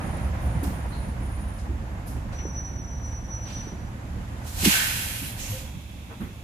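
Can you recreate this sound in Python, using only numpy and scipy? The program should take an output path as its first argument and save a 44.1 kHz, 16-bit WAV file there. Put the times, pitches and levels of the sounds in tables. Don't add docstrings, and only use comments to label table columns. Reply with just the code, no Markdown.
import sys
import numpy as np
from scipy import signal
from scipy.fft import rfft, irfft
from scipy.io import wavfile
from scipy.ndimage import uniform_filter1d

SR = 44100
rng = np.random.default_rng(int(sys.argv[2]) if len(sys.argv) > 2 else 0)


def persist_wave(psi):
    counts = np.round(np.clip(psi, -1, 1) * 32767).astype(np.int16)
    wavfile.write(sys.argv[1], SR, np.atleast_2d(counts).T)


N = 283666
TIME = np.arange(N) / SR
HZ = np.fft.rfftfreq(N, 1 / SR)
TOP_HZ = 15400


def amp(db):
    return 10 ** (np.asarray(db) / 20)


def unit(x):
    return x / np.sqrt(np.mean(x ** 2) + 1e-20)


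def curve(rows, column=1):
    rows = np.array(rows)
    return np.interp(TIME, rows[:, 0], rows[:, column])


def read(points):
    hz, value = np.transpose(points)
    return np.interp(np.log(HZ + 1), np.log(hz + 1), value)


def add(mix, s, sound):
    part = mix[..., round(s * SR):][..., :sound.shape[-1]]
    part += sound[..., :part.shape[-1]]


def swell(t, rise, t60):
    return np.minimum(t / rise, 1) * amp(-60 * np.maximum(t - rise, 0) / t60)


def held(s, length, rise_db_per_s, sag_db_per_s, fall_db_per_s, hold=0, easing=np.inf):
    t = TIME - s
    sagging = np.maximum(t - hold, 0)
    rise_db = rise_db_per_s * np.minimum(t, 0)
    sag_db = sag_db_per_s * sagging / (1 + sagging / easing)
    fall_db = fall_db_per_s * np.maximum(t - length, 0)
    return amp(np.maximum(rise_db - sag_db - fall_db, -200))


def wander(rate):
    return unit(irfft(rfft(rng.standard_normal(N)) * np.exp(-(HZ / rate) ** 2), N))


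def air_pair(spacing_m=0.17):
    # frequency in Hz, left minus right in dB.
    side_lean = [(60, -3), (200, -1), (380, -7.5), (700, 1), (1290, -0.5), (2380, -5), (4400, -3),
                 (8120, -2.5), (15000, -4)]
    a, b = rfft(rng.standard_normal((2, N)))
    sound_speed = 343
    same = np.minimum(np.sinc(2 * HZ * spacing_m / sound_speed), .96)
    lean = amp(read(side_lean) / 2)
    left = a * lean
    right = (same * a + np.sqrt(1 - same ** 2) * b) / lean
    return np.array([left, right])


def noise(spectrum_db):
    x = irfft(air_pair() * amp(spectrum_db), N)
    return x / x.mean(0).std()


def cabin(x, t60, wet_db):
    t = np.arange(SR // 3) / SR
    tail = rng.standard_normal((2, len(t))) * amp(-60 * t / t60) * (t > .003)
    tail /= np.linalg.norm(tail, axis=1, keepdims=True)
    return x + amp(wet_db) * signal.fftconvolve(np.atleast_2d(x), tail, axes=1)[:, :N]


def ventilation(level_db=-52):
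    # frequency in Hz, relative level in dB.
    draught_colour = [(900, -24), (1700, -17), (2100, 4.5), (2600, 5.5), (3000, 0), (3400, 6.5),
                      (4500, -5.5), (6800, -3.5), (8500, -8.5), (10000, -9), (11000, -7), (15500, -10)]
    # frequency in Hz, level in dB against the draught.
    fan_lines = [(2632, -12), (3311, -14.5), (9970, -17)]
    whine = 0
    for hz, db in fan_lines:
        turns = np.cumsum(hz * (1 + 0.0019 * wander(40))) / SR
        whine = whine + amp(db) * unit(np.sin(2 * np.pi * turns))
    level = held(5.32, length=1.0, rise_db_per_s=93, sag_db_per_s=4.5, fall_db_per_s=0)
    return (noise(read(draught_colour)) + whine) * amp(level_db) * level


def road(rumble_db=-31.0, roar_db=-40.0, rush_db=1, jolt_db=1.5, grit_db=1.06):
    # time in seconds, relative level in dB.
    road_level = [(0, 0.5), (.75, -2.5), (1.6, -7), (2.4, -6.5), (2.8, -9), (4.4, -7.5), (5.0, -11.5),
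                  (5.55, -9.5), (5.85, -17), (6.43, -14)]
    # time in seconds, relative level in dB.
    rush_level = [(0, -53.5), (1.1, -57), (2.9, -61.5), (3.35, -60), (3.7, -60), (4.4, -56), (5.3, -64),
                  (6.43, -62)]
    # frequency in Hz, relative level in dB.
    rumble_colour = [(12, -25), (24, -60), (36, 7), (46, -18), (72, 7), (92, -3), (115, 3), (138, -7),
                     (195, -5.5), (290, -12.5), (400, -26), (600, -24.5), (1200, -79)]
    roar_colour = [(150, -12.5), (330, -1), (440, -6), (530, 1), (600, -1), (700, 1), (900, 0.5),
                   (1200, -4.5), (1700, -6), (2500, -15), (3500, -24.5), (6000, -71), (15000, -46)]
    rush_colour = [(1000, 8), (2500, 9), (4200, 3.5), (5400, 2.5), (6800, 4), (8500, -2), (11300, -0.5),
                   (13000, -5), (15500, -18)]
    rumble_follows = 0.63
    rumble_level_db = rumble_follows * curve(road_level) + rumble_db + jolt_db * wander(15.0)
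    rumble = noise(read(rumble_colour)) * amp(rumble_level_db)
    roar = noise(read(roar_colour)) * amp(curve(road_level) + roar_db + grit_db * wander(33))
    rush = noise(read(rush_colour)) * amp(curve(rush_level) + rush_db)
    return rumble + roar + cabin(rush, t60=0.071, wet_db=-5.0)


def engine(unsteady=0.0036, throb_db=1.0, boom_hz=62.9, boom_db=-31):
    # time in seconds, crankshaft turns per second, relative level in dB.
    diesel = [(0, 9.4, -42), (.5, 9.94, -26.5), (.9, 9.2, -32), (1.5, 8.33, -32.5), (2.7, 8.6, -34.5),
              (3.3, 9.5, -33), (3.7, 9, -40), (4.3, 9.28, -37), (5.0, 9.9, -38.5), (5.8, 8.7, -42.5),
              (6.43, 10.8, -42)]
    # multiple of the crankshaft rate, relative level in dB.
    orders = [(3, -31), (4, -14), (6, -3), (8, -4), (10.67, -11.5), (11.67, -9.5), (12, -12.5),
              (16.4, -16.5), (24, -17)]
    turns = np.cumsum(curve(diesel) * (1 + unsteady * wander(5.37))) / SR
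    hum = 0
    for order, db in orders:
        tone = np.sin(2 * np.pi * (order * turns + rng.random()))
        hum = hum + amp(db + throb_db * wander(2.6)) * tone
    booming = held(0.21, length=1.5, rise_db_per_s=82, sag_db_per_s=1.0, fall_db_per_s=50)
    boom = booming * amp(boom_db + throb_db * wander(5.2)) * np.sin(2 * np.pi * boom_hz * TIME)
    return (hum * amp(curve(diesel, column=2)) + boom) * amp([[-1], [1]])


def thumps(level_db=0.5, tone=0.47, shudder=0.6, spread=0.46, top_hz=540):
    # start in seconds, relative level in dB, centre in Hz,
    # time to die by 60 dB in seconds, rise in seconds.
    bumps = [(.02, -31.5, 181.2, 1.0, .02), (0.551, -23, 171, 0.13, 0.0052), (0.624, -26, 258.4, 0.2, 0.01),
             (.67, -25, 170, 0.24, 0.0071), (1.07, -36, 318, 0.094, .004), (1.695, -34, 323, 0.16, .003),
             (2.163, -29.5, 340, .07, 0.0045), (2.452, -30.5, 368, 0.083, 0.0018),
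             (3.67, -33, 347, 0.06, 0.0023), (3.72, -33.5, 290, 0.086, 0.0027),
             (4.53, -26, 76.7, 0.5, 0.044), (4.629, -19, 227, 0.077, .005),
             (4.657, -19.5, 301, 0.1, 0.0038), (4.667, -13.5, 200, 0.074, 0.01),
             (5.209, -25, 175, 0.19, 0.014), (5.744, -29.5, 132.5, 0.11, 0.0099),
             (6.09, -41.5, 253, 0.26, 0.011), (6.195, -30.5, 187.6, 0.37, 0.014),
             (6.201, -40, 347, 0.56, .006), (6.223, -28, 80, 0.16, 0.011)]
    out, t = np.zeros(N), np.arange(SR) / SR
    f = np.fft.rfftfreq(len(t), 1 / SR)
    for s, db, hz, t60, rise in bumps:
        near = np.exp(-.5 * (np.log2((f + 1) / hz) / spread) ** 2)
        lining = 1 / (1 + (f / top_hz) ** 6)
        panels = unit(irfft(rfft(rng.standard_normal(len(t))) * near * lining, len(t)))
        ring = tone * np.sin(2 * np.pi * hz * t) + shudder * panels
        add(out, s, ring * amp(db) * swell(t, rise, t60))
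    panned = out * amp(level_db) * amp([[-1.2], [1.2]])
    return cabin(panned, t60=0.082, wet_db=-10)


def squeaks(waver=0.0087):
    # start in seconds, length in seconds, average pitch in Hz, level in dB.
    tones = [(.39, .11, 14250, -62), (0.437, .16, 8680, -68), (.68, .1, 14200, -68),
             (0.904, 0.099, 4150, -59), (1.6, .1, 8680, -71), (4.303, 0.14, 9270, -74),
             (5.479, 0.088, 103.3, -29.5), (5.514, 0.08, 518, -42), (5.59, 0.091, 524, -52.5),
             (6.089, 0.062, 460, -49.5)]
    out = np.zeros(N)
    for s, length, hz, db in tones:
        size = int(length * SR)
        turns = np.cumsum(hz * (1 + waver * wander(120)[:size])) / SR
        tone = unit(np.sin(2 * np.pi * turns))
        add(out, s, amp(db) * tone * signal.windows.tukey(size, .7))
    return out


def grabs(note):
    # time the note is fully built in seconds,
    # length in seconds from then until the pad lets go, relative level in dB, note.
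    pad_grabs = [(0.036, 0.22, -55.5, "high"), (0.426, 0.41, -57.5, "high"), (.895, 0.021, -55.5, "high"),
                 (0.974, 0.12, -57, "high"), (1.238, .36, -56.5, "high"), (2.389, 0.12, -46.5, "low"),
                 (2.573, 0.025, -37.5, "low"), (2.653, .025, -42, "low"), (2.745, .23, -48, "low"),
                 (3.043, 0.034, -45, "low"), (3.125, 0.05, -46.5, "low"), (3.24, .02, -51, "low"),
                 (3.327, 0.032, -39, "low"), (3.417, .06, -44.5, "low"), (3.551, 0.066, -42, "low"),
                 (3.683, 0.012, -47, "low"), (3.79, 0.074, -63.5, "low")]
    build_db_per_s, sag_db_per_s, let_go_db_per_s = 330, 7, 246
    levels = [amp(db) * held(s, length, build_db_per_s, sag_db_per_s, let_go_db_per_s)
              for s, length, db, name in pad_grabs if name == note]
    return np.max(levels, axis=0)


def squeal(level, pitch_hz, jitter_hz, flutter, lean_db, rasp_db):
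    turn = np.exp(2j * np.pi * np.cumsum(pitch_hz + jitter_hz * wander(28)) / SR)
    paths = np.array([1 + flutter * (wander(50) + 1j * wander(52)) for _ in range(2)])
    rasp = np.array([wander(88) + 1j * wander(120) for _ in range(2)])
    rubbing = np.sqrt(level * abs(uniform_filter1d(level, size=SR // 3)))
    song = unit((turn * paths).real) * level
    scrape = amp(rasp_db) * unit((turn * rasp).real) * rubbing
    return (song + scrape) * amp([[lean_db / 2], [-lean_db / 2]])


def brake_song():
    high_level = grabs("high")
    high = squeal(high_level, pitch_hz=9660, jitter_hz=3, flutter=0.27, lean_db=-6.0, rasp_db=-6)
    higher = squeal(high_level, pitch_hz=11660, jitter_hz=25, flutter=.5, lean_db=-4, rasp_db=1)
    low_hz = 5897 + 8 * (TIME - 2.4)
    low = squeal(grabs("low"), low_hz, jitter_hz=3.5, flutter=.27, lean_db=-1, rasp_db=-9)
    return high + amp(-15) * higher + amp(1.5) * low


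def spits(level_db=3):
    # start in seconds,
    # relative level in dB, rise in seconds, time to die by 60 dB in seconds, centre in Hz, width in octaves.
    puffs = [(.629, -41, 0.0054, 0.046, 11500, .4), (0.641, -39, 0.0014, 0.014, 12000, 0.3),
             (0.634, -43, 0.0043, 0.51, 6750, 2.8), (.91, -53.5, 0.029, .5, 4150, 0.12),
             (1.58, -56, 0.0089, 0.36, 5500, 0.65), (2.06, -49, 0.013, 0.36, 11000, 0.18),
             (2.065, -53, 0.014, 0.69, 6000, 0.79), (2.32, -52.5, 0.01, 0.3, 3500, 0.91),
             (2.382, -46.5, 0.0076, 0.18, 2000, 0.64), (3.04, -62, .02, .6, 6500, 0.55),
             (3.439, -47.5, 0.063, 1, 2826, 1), (5.386, -41, 0.038, 0.81, 6650, 0.23),
             (5.481, -43, 0.031, 0.3, 11800, 0.087), (6.09, -46.5, 0.029, 0.23, 900, 0.74),
             (6.2, -46.5, 0.015, 0.42, 1260, 0.82), (6.2, -57, .01, .4, 11500, 0.3)]
    out, t = np.zeros((2, N)), np.arange(SR // 2) / SR
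    air = irfft(air_pair(), N)
    octave = np.log2(np.fft.rfftfreq(len(t), 1 / SR) + 1)
    for s, db, rise, t60, hz, width in puffs:
        puff = air[:, rng.integers(N - len(t)):][:, :len(t)]
        band = np.exp(-.5 * ((octave - np.log2(hz)) / width) ** 2)
        puff = unit(irfft(rfft(puff) * band, len(t)))
        add(out, s, puff * amp(db + level_db) * swell(t, rise, t60))
    return out


def flow(part, sag_share, open_share=1, lag_s=0):
    # time fully open in seconds
    # (before any lag), length in seconds from then until it shuts, relative jet level in dB,
    # relative port level in dB, opening in dB per second and sag in dB per second,
    # both before their share is applied.
    releases = [(4.471, 0.089, -21.5, -31, 400, -1), (4.662, 0.62, -1, -0.5, 169, 38.5),
                (5.395, .2, -18.5, -19.5, 240, 18)]
    full_pressure_s, shut_db_per_s, sag_easing_s = 0.07, 108, 0.73
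    levels = []
    for s, length, jet_db, port_db, opening, sag in releases:
        shape = held(s + lag_s, length, open_share * opening, sag_share * sag,
                     shut_db_per_s, full_pressure_s, sag_easing_s)
        levels.append(amp(jet_db if part == "jet" else port_db) * shape)
    return np.max(levels, axis=0)


def air_dump(jet_db=-24.0, port_db=-27, fizz_db=-33, hollow_db=-32, sputter_db=0.5, hollow_hz=1620,
             hollow_width_hz=230, hollow_power=1.61, fizz_hz=11300, fizz_width_hz=1950):
    # frequency in Hz, relative level in dB.
    jet_colour = [(200, -6), (450, -8.5), (800, 1), (1200, -1), (2000, -6), (4100, 3), (5000, 2.5),
                  (7500, 4.5), (9500, -1), (11500, 2.5), (13000, -3), (15500, -2.5)]
    port_colour = [(500, -39), (1250, -35), (1600, -11.5), (2000, -2), (2700, 0), (3200, -1), (3700, -7),
                   (5000, -11.5), (9000, -46)]
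    # frequency in Hz, width in Hz, lift in dB.
    outlet = [(1482, 10.4, 4), (1540, 18, 12), (1720, 29, 7), (1876, 23, 6.5), (2250, 43, 4),
              (2520, 21.3, 3.5), (2510, 44, 3), (2764, 40, 5.5), (3250, 55, 4), (4020, 30, 6),
              (5600, 40, 5)]
    lift_db = sum(db / (1 + (2 * (HZ - hz) / width) ** 2) for hz, width, db in outlet)
    crack_s, crack_length_s, crack_db = 4.654, 0.007, 6.5
    crack = amp(crack_db * np.exp(-((TIME - crack_s) / crack_length_s) ** 2))
    jet = noise(read(jet_colour) + lift_db) * amp(jet_db) * flow("jet", sag_share=1.47)
    fizz_colour = -10 * np.log10(1 + ((HZ - fizz_hz) / fizz_width_hz) ** 4)
    fizz = noise(fizz_colour) * amp(fizz_db) * flow("jet", sag_share=0.71)
    port_flow = flow("port", sag_share=1.39, open_share=1.76)
    port = noise(read(port_colour) + lift_db) * amp(port_db) * port_flow
    hollow_colour = lift_db - 10 * np.log10(1 + ((HZ - hollow_hz) / hollow_width_hz) ** 4)
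    hollow_flow = flow("port", sag_share=1.26, open_share=0.49, lag_s=0.094)
    hollow = noise(hollow_colour) * amp(hollow_db) * hollow_flow ** hollow_power
    sputter = amp(sputter_db * wander(90))
    return cabin((jet + fizz + port + hollow) * crack * sputter, t60=0.055, wet_db=-10.5)


def scene():
    background = ventilation() + road() + engine() + thumps()
    return background + squeaks() + brake_song() + spits() + air_dump()


def record(dry):
    low_pass = signal.firwin(511, TOP_HZ, window=("kaiser", 9), fs=SR)
    return signal.oaconvolve(dry, low_pass[None], "same")


dry = scene()
out = record(dry)
persist_wave(out)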